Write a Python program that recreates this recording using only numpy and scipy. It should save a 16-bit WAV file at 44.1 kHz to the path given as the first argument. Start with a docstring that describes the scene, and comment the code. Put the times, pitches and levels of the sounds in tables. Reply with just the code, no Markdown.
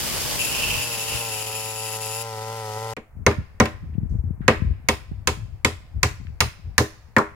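"""A two-stroke chainsaw spins free, exhaust puffing and chain rattling, while gusts buffet the
microphone. Its teeth bite into a pine stump, hissing and setting the bar ringing, and it labours as
the bar sinks in. Just before three seconds it cuts off abruptly. Then a hammer drives a nail into a
long board resting on log posts: ten blows, each a steel crack over the ring of the wood. The loose
board knocks on its posts, the trees scatter each blow back, and eddies thump in between."""
import sys
import numpy as np
from scipy import signal
from scipy.fft import rfft, irfft, next_fast_len
from scipy.io import wavfile
from scipy.ndimage import uniform_filter1d

SR = 44100
rng = np.random.default_rng(int(sys.argv[2]) if len(sys.argv) > 2 else 0)


def generate_wav(sig):
    """Save sig (samples, or channels by samples) to the path in sys.argv[1] as 16-bit PCM at SR."""
    pcm = np.round(np.clip(np.atleast_2d(sig).T, -1, 1) * 32767).astype(np.int16)
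    wavfile.write(sys.argv[1], SR, pcm)


N = 324117
TIME = np.arange(N) / SR
SIDES = np.array([[1], [-1]])  # left, right

# Engine speed. Each row: time in seconds, firings per second.
ENGINE_SPEED = [(0.3, 121), (0.44, 114), (0.53, 113), (0.66, 121), (0.88, 119), (0.99, 111.4), (1.08, 112),
                (1.2, 117), (1.34, 108.4), (1.48, 109.6), (1.74, 110.4), (2.12, 110), (2.23, 114.3),
                (2.37, 109), (2.55, 112.9), (2.63, 109.6), (2.71, 107.6), (2.85, 112)]
# The exhaust under load. Each row: time in seconds, level in dB, roughness from 0 to 1.
ENGINE_LOAD = [(0, -49.5, 0.9), (.35, -38.5, 0.35), (.5, -40, 0), (.85, -38.5, 0.02), (1.2, -35.5, 0.14),
               (1.7, -36, 0.09), (2.3, -33, 0.07), (2.94, -30.5, 0.13)]
# The exhaust's tone. Each row: multiple of the firing rate, relative level in dB.
EXHAUST_HARMONICS = [(1, 13), (2, -4.5), (3, -10), (4, 11.5), (5, 10.5), (6, -2.5), (7, 11), (8, 9.5),
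                     (9, 9.5), (11, -1), (12, 5.5), (13, -6.5), (14, -4.5), (17, -2.5), (18, 1)]
# Colour of the chain rattle. Each row: frequency in Hz, relative density in dB.
RATTLE_COLOUR = [(40, -4.5), (150, 6), (270, -1), (450, -1.5), (800, -3.5), (1500, -6.5), (3100, -2),
                 (4000, -6), (4900, -0.5), (6000, -4), (6900, -4), (8200, -6), (10500, -5.5), (16000, -11)]
# The saw's stereo image. Each row: frequency in Hz, left-right likeness from -1 to 1.
SAW_IMAGE = [(60, 0.097), (130, -0.36), (290, 0.14), (640, 0.11), (1410, 0.43), (3100, 0.33), (6820, -0.22),
             (15000, 0.065)]
# The chain catches and chatters, or skips. Each row: centre and length in seconds, then extra
# rattle, teeth hiss and bar ring in dB.
CHAIN_CATCHES = [(0.4, 0.06, -2, 0.5, 4.5), (0.44, 0.11, 1, 3, 0), (0.675, 0.24, 1.5, -5.5, 4),
                 (1.134, 0.1, 3.5, 0, 3.5), (2.049, 0.31, 3.5, 1.5, 1), (1.989, 0.031, -3, -8, -13)]
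# Resonances of teeth and links. Each row: frequency and width in Hz, relative level in dB.
TEETH_MODES = [(3830, 110, -3), (4820, 150, 1.5), (5350, 420, -2), (6950, 206, 6), (7930, 310, -2),
               (8830, 160, -3.5), (10350, 830, 3.5), (11260, 640, 3), (14100, 2000, -9)]
# Bending resonances of the bar. Each row: frequency and width in Hz, relative level in dB.
BAR_MODES = [(2465, 124, 6), (2672, 23, 18.5), (2853, 48, 11.5), (3060, 140, 5)]
# Balance of the cutting noise. Each row: frequency in Hz, left minus right in dB.
CUT_PAN = [(2700, -2), (5000, 13.5), (7000, 8.5), (10500, 3.5)]
# The bar sinks into the cut. Each row: time in seconds, buried share from 0 to 1.
CUT_DEPTH = [(.66, 0.05), (.86, 0.21), (1.35, 0.41), (2.3, 0.92)]

# The breeze between gusts. Each row: time in seconds, relative level in dB.
BREEZE = [(0, -56), (2.9, -70), (3.6, -45.5), (4.8, -40.5), (5.8, -40), (6.6, -49), (7.35, -48.5)]
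# Gusts swell and die away. Each row: crest time in seconds, relative level in dB, length in seconds.
WIND_GUSTS = [(0.087, -39, 0.48), (0.698, -35.5, 0.17), (1.151, -30, 0.036), (3.189, -32, 0.065),
              (3.403, -28, 0.044), (4.153, -29, 0.48), (4.662, -24, 0.12), (5.134, -27, 0.028),
              (5.385, -33, 0.1), (5.977, -29, 0.041), (6.184, -34, 0.29), (6.441, -29, 0.064),
              (6.67, -33, 0.091)]
# Colour of the wind. Each row: frequency in Hz, relative density in dB.
WIND_COLOUR = [(20, -44), (45, 0), (75, 2.5), (120, -4), (200, -28.5), (350, -31), (700, -49), (2000, -79)]
# Big eddies hit the microphone. Each row: start in seconds, relative peak in dB, left minus right in dB.
BIG_EDDIES = [(3.383, -15, -32), (3.835, -25, -24), (3.952, -19, 25), (3.981, -9.5, 32.5),
              (4.031, -15.5, 25.5), (4.124, -19, 27), (4.152, -17, 28), (4.238, -19.5, 34.5),
              (4.306, -14, 32), (4.406, -14, 14.5), (4.62, -9.5, 18), (4.647, -17, 24), (5.115, -17, -11)]

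# The loose board drops on its posts. Each row: start in seconds, relative thud, knock and crack
# in dB, top of the knock in Hz.
BOARD_DROPS = [(2.966, -42, -43.5, -61.5, 2600), (3.31, -42.5, -40, -61, 2700),
               (3.655, -43, -37.5, -48, 2900), (6.799, -26, -44, -52.5, 1500), (7.183, -30, -25, -43, 1490)]
# Hammer blows. Each row: start in seconds, relative thud, knock and crack in dB, top of the knock
# in Hz, contact ring in Hz, relative contact ring and shove in dB.
HAMMER_BLOWS = [(3.2643, -21, -21, -30.5, 2270, 2090, 7.5, 5),
                (3.5999, -19.5, -20.5, -32, 2240, 2100, 4.5, 3.5),
                (4.4797, -19.5, -18.5, -33.5, 2710, 2166, 11.5, -3),
                (4.8861, -28.5, -24, -29, 2900, 2190, 12.5, -4.5),
                (5.273, -32.5, -27, -29, 2800, 1690, 15, -2.5),
                (5.6472, -29, -23.5, -29, 2600, 2157, 21, -1),
                (6.0304, -33.5, -25, -29, 2700, 2210, 13.5, 4),
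                (6.4047, -36.5, -26, -26.5, 2330, 996, 13, 1.5),
                (6.78, -33.5, -22.5, -26, 2110, 1786, 20, 3.5),
                (7.165, -23, -20, -42.5, 1890, 1800, 13, -13)]
# The crowd of short-lived wood and steel modes. Each row: frequency in Hz, relative level in dB,
# t60 and build-up in seconds.
CRACK_BANDS = [(150, 0.5, 0.1, 0.0071), (352, 2.5, 0.1, 0.016), (710, -7, 0.15, 0.02),
               (1230, 6.5, 0.055, 0.0094), (2400, 6, 0.037, 0.0003), (3430, 0.5, 0.081, 0.0032),
               (5354, 13, 0.012, 0.000071), (8900, -6, 0.073, 0.00027), (13400, 4.5, 0.0061, 0.00024)]
# The board's ring. Each row: frequency in Hz, relative level in dB, t60 in seconds.
BOARD_MODES = [(226.2, 5.5, 0.12), (317, -10, 0.22), (408.6, -1, 0.16), (451.5, -5.5, 0.13), (510, 4, 0.09),
               (592, -8.5, 0.16), (752.6, -6, 0.11), (943, -3, 0.092), (1034, 1.5, 0.095),
               (1123, -17.5, 0.19), (1202, -4, 0.093), (1327, -7.5, 0.098), (1438, -7.5, 0.073),
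               (1678, -6.5, 0.057), (1897, -4.5, 0.066), (2190, -5.5, 0.096), (2610, -11, 0.11)]
# The whole board bouncing. Each row: frequency in Hz, relative level in dB, t60 in seconds.
SHOVE_MODES = [(59, -27.5, 0.095), (81, -13.5, 0.18), (117, -16.5, 0.16)]
# Stereo image of board and air. Each row: frequency in Hz, left-right likeness from -1 to 1.
BOARD_IMAGE = [(60, .85), (300, 1), (600, 0.9), (1200, 0.59), (2100, 0.43), (3200, -0.9), (7000, 0.4)]
# The hammering's treble is shaded on the left. Each row: frequency in Hz, left minus right in dB.
HAMMER_PAN = [(2900, 0.5), (4600, -3), (6700, -17.5), (8500, -9.5), (11000, -4), (15000, -3)]
# Scatter from ground and trunks. Each row: frequency in Hz, then relative level in dB and t60 in
# seconds for the near wash, then the same for the far one.
FOREST_SCATTER = [(150, -15.5, 0.036, -32, .9), (697, -17.5, 0.33, -41.5, 1.3),
                  (2020, -12, 0.26, -28.5, 1.05), (5060, -10, 0.19, -25.5, 0.82),
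                  (14000, -9.5, .27, -30, 0.46)]
# Colour of still air among the trees. Each row: frequency in Hz, relative density in dB.
AIR_COLOUR = [(60, 10.5), (300, -16.5), (700, -9), (2300, -21), (3300, -37), (16000, -34)]
# Fingers and nails on the board. Each row: start in seconds, relative level in dB, centre in Hz,
# t60 in seconds.
HANDLING_TICKS = [(3.939, -56, 2080, 0.079), (4.095, -61, 6360, 0.46), (4.14, -41.5, 495, 0.074),
                  (4.413, -50, 1400, 0.5), (5.865, -46.5, 2700, .012), (6.269, -34, 1900, 0.011)]

BITE_START_S, BITE_END_S, BITE_ATTACK_S, BITE_RELEASE_S = 0.386, 2.235, 0.008, 0.01
SAW_END_S, AIR_START_S = 2.935, 2.967
NAIL_HZ, NAIL_RISE_HZ_PER_S, NAIL_DB, NAIL_FADE_DB_PER_S = 6230, 180, 20, 3.5


def from_db(db):
    """Decibels to gain."""
    return 10 ** (np.asarray(db) / 20)


def rms_one(x):
    """Scale to an rms of 1."""
    return x / np.sqrt(np.mean(x ** 2) + 1e-20)


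def in_time(rows):
    """Each column of an automation curve at every sample."""
    s, *columns = np.transpose(rows)
    return [np.interp(TIME, s, c) for c in columns]


def at_hz(rows, hz):
    """Each column of a table at these frequencies."""
    f, *columns = np.transpose(rows)
    return [np.interp(np.log(np.maximum(hz, 1)), np.log(f), c) for c in columns]


def add(out, s, sound):
    """Mix a sound in at s seconds."""
    at = round(s * SR)
    out[..., at:at + sound.shape[-1]] += sound[..., :N - at]


def butter(x, hz, kind, order=2):
    """Causal Butterworth filter."""
    return signal.sosfilt(signal.butter(order, np.minimum(hz, .45 * SR), kind, fs=SR, output="sos"), x)


def decay(t, t60):
    """A fall of 60 dB every t60 seconds."""
    return np.exp(-np.log(1000) * t / t60)


def swell(s, length, order=2):
    """A hump of height 1 centred on s seconds; a higher order flattens its top."""
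    return np.exp(-np.abs(2 * (TIME - s) / length) ** order / 2)


def drift(per_s):
    """A random wobble with an rms of 1."""
    knots = rng.standard_normal(4096)
    return rms_one(np.interp(TIME * per_s, np.arange(len(knots)), knots))


def stereo(pair, image, hz):
    """Blend two unrelated signals to the image's left-right likeness at hz."""
    alike = np.clip(at_hz(image, hz)[0], -.99, .99)
    return (np.sqrt(1 + alike) * pair[0] + np.sqrt(1 - alike) * pair[1] * SIDES) / np.sqrt(2)


def noise(colour, image):
    """Steady, coloured stereo noise with an rms of 1."""
    size = next_fast_len(N)
    hz = np.fft.rfftfreq(size, 1 / SR)
    white = stereo(rfft(rng.standard_normal((2, size))), image, hz)
    return rms_one(irfft(white * from_db(at_hz(colour, hz)[0]), size)[:, :N])


def noise_bands(size):
    """Half-octave bands of two unrelated noises: (centre Hz, pair)."""
    edges = 88 * 2 ** (np.arange(16) / 2)
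    return [(np.sqrt(lo * hi), butter(rng.standard_normal((2, size)), [lo, hi], "band"))
            for lo, hi in zip(edges, edges[1:])]


def resonate(x, hz, width_hz):
    """A resonance with a peak gain of 1."""
    r = np.exp(-np.pi * width_hz / SR)
    feedback = [1, -2 * r * np.cos(2 * np.pi * hz / SR), r * r]
    return signal.lfilter(np.array([1, 0, -1]) * (1 - r * r) / 2, feedback, x)


def spectral_pan(x, pan):
    """Pan each frequency at constant power through a minimum-phase filter."""
    hz = np.abs(np.fft.fftfreq(512, 1 / SR))
    gains = from_db(at_hz(pan, hz)[0] * SIDES / 2)
    gains /= np.sqrt(np.mean(gains ** 2, axis=0))
    response = np.fft.ifft(np.exp(np.conj(signal.hilbert(np.log(gains))))).real
    return signal.fftconvolve(x, response, axes=1)[:, :N]


def exhaust(turns, jitter_turns=0.06, flutter_db=8.0, spread=0.047, smear=0.026):
    """Two puffs a turn, from port and muffler; unloaded, the engine fires unevenly."""
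    level_db, rough = in_time(ENGINE_LOAD)
    crank = 2 * np.pi * (turns + jitter_turns * rough * drift(110))[:3 * SR]
    tone = 0
    for k, db in EXHAUST_HARMONICS:
        phase = np.angle(1 + 0.76 * np.exp(-2j * np.pi * k * 0.26))  # second puff, a quarter turn on
        phase -= smear * k * k  # the muffler smears each puff
        apart = spread * k * SIDES  # upper harmonics reach the two sides out of step
        tone -= from_db(db) * np.cos(k * crank + phase + apart)
    tone = np.pad(rms_one(tone), ((0, 0), (0, N - len(crank))))
    return tone * from_db(level_db + flutter_db * rough * drift(90))


def chain_rattle(turns, buried, throb=0.54):
    """Links rattle round the bar; closing wood dulls and thins them, and they throb with each stroke."""
    stroke = np.cos(np.pi * turns) ** 10
    pulse = 1 + throb * buried * (stroke - stroke.mean())
    rattle = noise(RATTLE_COLOUR, SAW_IMAGE) * pulse * from_db(drift(300))
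    muffled = butter(butter(rattle, 11000, "low", order=1), 900, "high", order=1)
    return (1 - buried) * rattle + buried * muffled


def tooth_strikes(turns, teeth_per_turn=1.445, uneven_db=-0.5, t60=0.0054):
    """Each tooth hits the wood with its own strength: a train of short, sharp envelopes."""
    tooth, fraction = np.divmod(teeth_per_turn * turns, 1)
    strength = from_db(uneven_db * np.minimum(rng.standard_normal(N), 1))[tooth.astype(int)]
    since_strike = fraction / (teeth_per_turn * in_time(ENGINE_SPEED)[0])
    return strength * decay(since_strike, t60)


def steel_ring(scrape, strikes, punch, modes):
    """Strikes stand out of the scrape by punch; the steel rings at a steady, even level."""
    drive = scrape * np.sqrt((1 + (punch * strikes) ** 2) / (1 + punch ** 2 * np.mean(strikes ** 2)))
    ring = sum(from_db(db) * (-1) ** k * resonate(stereo(drive, SAW_IMAGE, hz), hz, width)
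               for k, (hz, width, db) in enumerate(modes))
    return ring / np.sqrt(uniform_filter1d(ring ** 2, size=SR // 16, axis=1))


def chain(turns, taut_db=-2, buried_pan_db=2.5, surge_db=1.48, out_of_bite_db=-26):
    """The chain rattles freely, then bites: it pulls taut and rattles less while teeth and bar ring."""
    buried = in_time(CUT_DEPTH)[0]
    catch_rattle, catch_teeth, catch_bar = sum(np.outer(dbs, swell(s, length, order=6))
                                               for s, length, *dbs in CHAIN_CATCHES)
    # level in the open, less the wood's damping, plus the catches
    rattle_db = -25 - 14.5 * buried + catch_rattle
    teeth_db = -31.5 - 2.5 * buried + catch_teeth
    bar_db = -31 - 12.5 * buried + catch_bar
    bite = np.minimum((TIME - BITE_START_S) / BITE_ATTACK_S, (BITE_END_S - TIME) / BITE_RELEASE_S)
    bite = np.clip(bite, from_db(out_of_bite_db), 1)
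    rattle = chain_rattle(turns, buried)
    rattle *= from_db(rattle_db + taut_db * bite + buried_pan_db * buried * SIDES)
    strikes, scrape = tooth_strikes(turns), rng.standard_normal((2, N))
    teeth = from_db(teeth_db) * steel_ring(scrape, strikes, punch=5.7 * buried, modes=TEETH_MODES)
    bar = from_db(bar_db) * steel_ring(scrape, strikes, punch=4.4, modes=BAR_MODES)
    surge = from_db(surge_db * drift(59.7))
    return rattle + bite * surge * spectral_pan(teeth + bar, CUT_PAN)


def chainsaw(exhaust_pan_db=0.66, cut_off_s=0.00099):
    """Engine and chain share one crankshaft; both end on a hard cut."""
    turns = np.cumsum(in_time(ENGINE_SPEED)[0]) / SR
    saw = exhaust(turns) * from_db(exhaust_pan_db * SIDES) + chain(turns)
    return saw * np.clip((SAW_END_S - TIME) / cut_off_s + 1, 0, 1)


def wind(rumble_db=0.4, lump_db=4.0, pan_db=3.0, eddies_per_s=14, small_eddy_db=3.0, big_eddy_db=-4.5):
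    """Lumpy rumble; an eddy is one push of air that the microphone's low cut turns into a soft thump."""
    gust_power = sum((from_db(db) * swell(s, length)) ** 2 for s, db, length in WIND_GUSTS)
    strength = np.sqrt(from_db(in_time(BREEZE)[0]) ** 2 + gust_power)
    lumps = from_db(lump_db * np.clip(drift(35), -2, 1.3))
    flow = noise(WIND_COLOUR, image=[(40, 0.044), (80, 0.94), (160, 0.23)])
    rumble = from_db(rumble_db) * strength * rms_one(flow * lumps)
    push = butter(signal.unit_impulse(SR // 10), 185, "low", order=4)
    thump = butter(push, 67, "high", order=4)
    thump /= np.abs(thump).max()
    # small eddies strike either side at random and grow with the gusts
    hits = rng.random((2, N)) < eddies_per_s / SR
    sizes = strength * from_db(small_eddy_db + 0.5 * rng.exponential(1, (2, N)))
    small_eddies = signal.fftconvolve(hits * sizes, thump[None], axes=1)[:, :N]
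    out = (rumble + small_eddies) * from_db(pan_db * SIDES)
    for s, db, lean_db in BIG_EDDIES:
        sides = from_db(lean_db * SIDES / 2)
        add(out, s, from_db(db + big_eddy_db) * sides / sides.mean() * thump)
    return out


def struck_modes(t, modes, vary_db=1.5, detune=0.0024):
    """Modes build over about two cycles and ring out, a little differently on every hit."""
    out = np.zeros((2, len(t)))
    for hz, db, t60 in modes:
        apart = np.arccos(at_hz(BOARD_IMAGE, hz)[0]) / 2 * rng.choice([-1, 1])
        cycles = hz * (1 + detune * rng.normal()) * t + rng.random()
        wave = np.sin(2 * np.pi * cycles + apart * SIDES)
        envelope = decay(t, t60) * (1 - np.exp(-t * hz / 2))
        out += from_db(db + vary_db * rng.normal()) * wave * envelope
    return out


def impact(thud_db, knock_db, crack_db, knock_top_hz, steel_modes=(), click_db=27.5, snap_t60=0.0021):
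    """A crack comes at once, the board's slow bending waves swell after; returns (body, steel rings)."""
    t = np.arange(SR * 2 // 5) / SR
    body = from_db(click_db) * butter(signal.unit_impulse(len(t), SR // 1500), 7700, "low")
    for hz, pair in noise_bands(len(t)):
        db, t60, build_s = at_hz(CRACK_BANDS, hz)
        envelope = decay(t, t60) * (1 - np.exp(-t / build_s)) * (1 + decay(t, snap_t60))
        body = body + from_db(db) * rms_one(stereo(pair, BOARD_IMAGE, hz)) * envelope
    body += struck_modes(t, BOARD_MODES)
    steel = struck_modes(t, steel_modes)
    thud = butter([body, steel], 700, "low", order=3)
    knock = np.array([butter(body, [700, knock_top_hz], "band", order=3),
                      butter(steel, [700, 2700], "band", order=3)])
    crack = butter([body, steel], 3000, "high", order=4)
    # how squarely the hit lands sets each register's level over the first tenth of a second
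    return sum(from_db(db) * register / np.std(register.sum(0)[:, :SR // 10])
               for db, register in ((thud_db, thud), (knock_db, knock), (crack_db, crack)))


def forest_echo(x, build_s=0.015, return_db=1.5, split_hz=1500):
    """Near ground and trunks return a quick wash, far trees a faint long one."""
    t = np.arange(SR) / SR
    response = 0
    for hz, pair in noise_bands(len(t)):
        near_db, near_t60, far_db, far_t60 = at_hz(FOREST_SCATTER, hz)
        for db, tail in ((near_db, decay(t, near_t60)), (far_db, decay(t, far_t60))):
            response += pair * from_db(db) * tail / np.linalg.norm(tail)
    response *= np.minimum(t / build_s, 1) ** 2 * from_db(return_db)
    echo = signal.fftconvolve(x, response, axes=1)[:, :N]
    # the board's low notes linger; a wandering phase blurs the treble into a diffuse wash
    blur = np.exp(1.4j * np.array([drift(250), drift(250)]))
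    treble = signal.hilbert(butter(echo, split_hz, "high", order=4), next_fast_len(N))[:, :N]
    return butter(echo, split_hz, "low", order=4) + np.real(treble * blur)


def still_air(level_db=-52.0):
    """A faint bed of air among the trees, entering after the saw."""
    return from_db(level_db) * noise(AIR_COLOUR, BOARD_IMAGE) * (TIME > AIR_START_S)


def shove():
    """A blow bounces the whole board slowly on its posts."""
    t = np.arange(SR // 2) / SR
    return sum(from_db(db) * np.sin(2 * np.pi * hz * t) * decay(t, t60) * (1 - np.exp(-t * hz))
               for hz, db, t60 in SHOVE_MODES)


def hammering(impact_db=1.5, head_send_db=-9.5, contact_t60=0.019, nail_t60=0.016):
    """The hammer hits the nail, both ringing only briefly, and the loose board knocks on its posts."""
    stems = np.zeros((2, 2, N))  # body and steel, each in stereo
    for s, *hit, contact_hz, contact_db, shove_db in HAMMER_BLOWS:
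        # the nail sinks, so its free end rings ever higher and more weakly
        elapsed = s - HAMMER_BLOWS[0][0]
        nail = (NAIL_HZ + NAIL_RISE_HZ_PER_S * elapsed, NAIL_DB - NAIL_FADE_DB_PER_S * elapsed, nail_t60)
        contact = (contact_hz, contact_db, contact_t60)
        add(stems, s, from_db(impact_db) * impact(*hit, steel_modes=[contact, nail]))
        add(stems[0], s, from_db(shove_db) * shove())
    for s, *hit in BOARD_DROPS:
        add(stems, s, from_db(impact_db) * impact(*hit, click_db=15))
    body, steel = stems[0] + handling(), stems[1]
    # the broad board fills the forest more than the small steel does
    hammer_head = butter(steel, 3000, "low", order=3)
    echo = forest_echo(body + from_db(head_send_db) * hammer_head)
    return spectral_pan(body + steel + echo, HAMMER_PAN)


def handling(dull_hz=4500):
    """Fingers and nails shift on the board: small ticks and scrapes between the blows."""
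    out, t = np.zeros((2, N)), np.arange(SR // 5) / SR
    for s, db, hz, t60 in HANDLING_TICKS:
        width_hz = hz * 2 / 3
        scrape = resonate(resonate(rng.standard_normal((2, len(t))), hz, width_hz), hz, width_hz)
        add(out, s, from_db(db) * rms_one(scrape) * decay(t, t60))
    return butter(out + 1e-18, dull_hz, "low", order=1)


def scene():
    """Saw first, then hammer, in the same open air."""
    return still_air() + chainsaw() + hammering() + wind()


def record(dry, ceiling=1.1, cutoff_hz=15900):
    """Round the hardest peaks and cut the very top."""
    rounded = dry / (1 + (dry / ceiling) ** 4) ** .25
    return signal.sosfilt(signal.ellip(10, .2, 70, cutoff_hz, fs=SR, output="sos"), rounded)


dry = scene()
out = record(dry)
generate_wav(out)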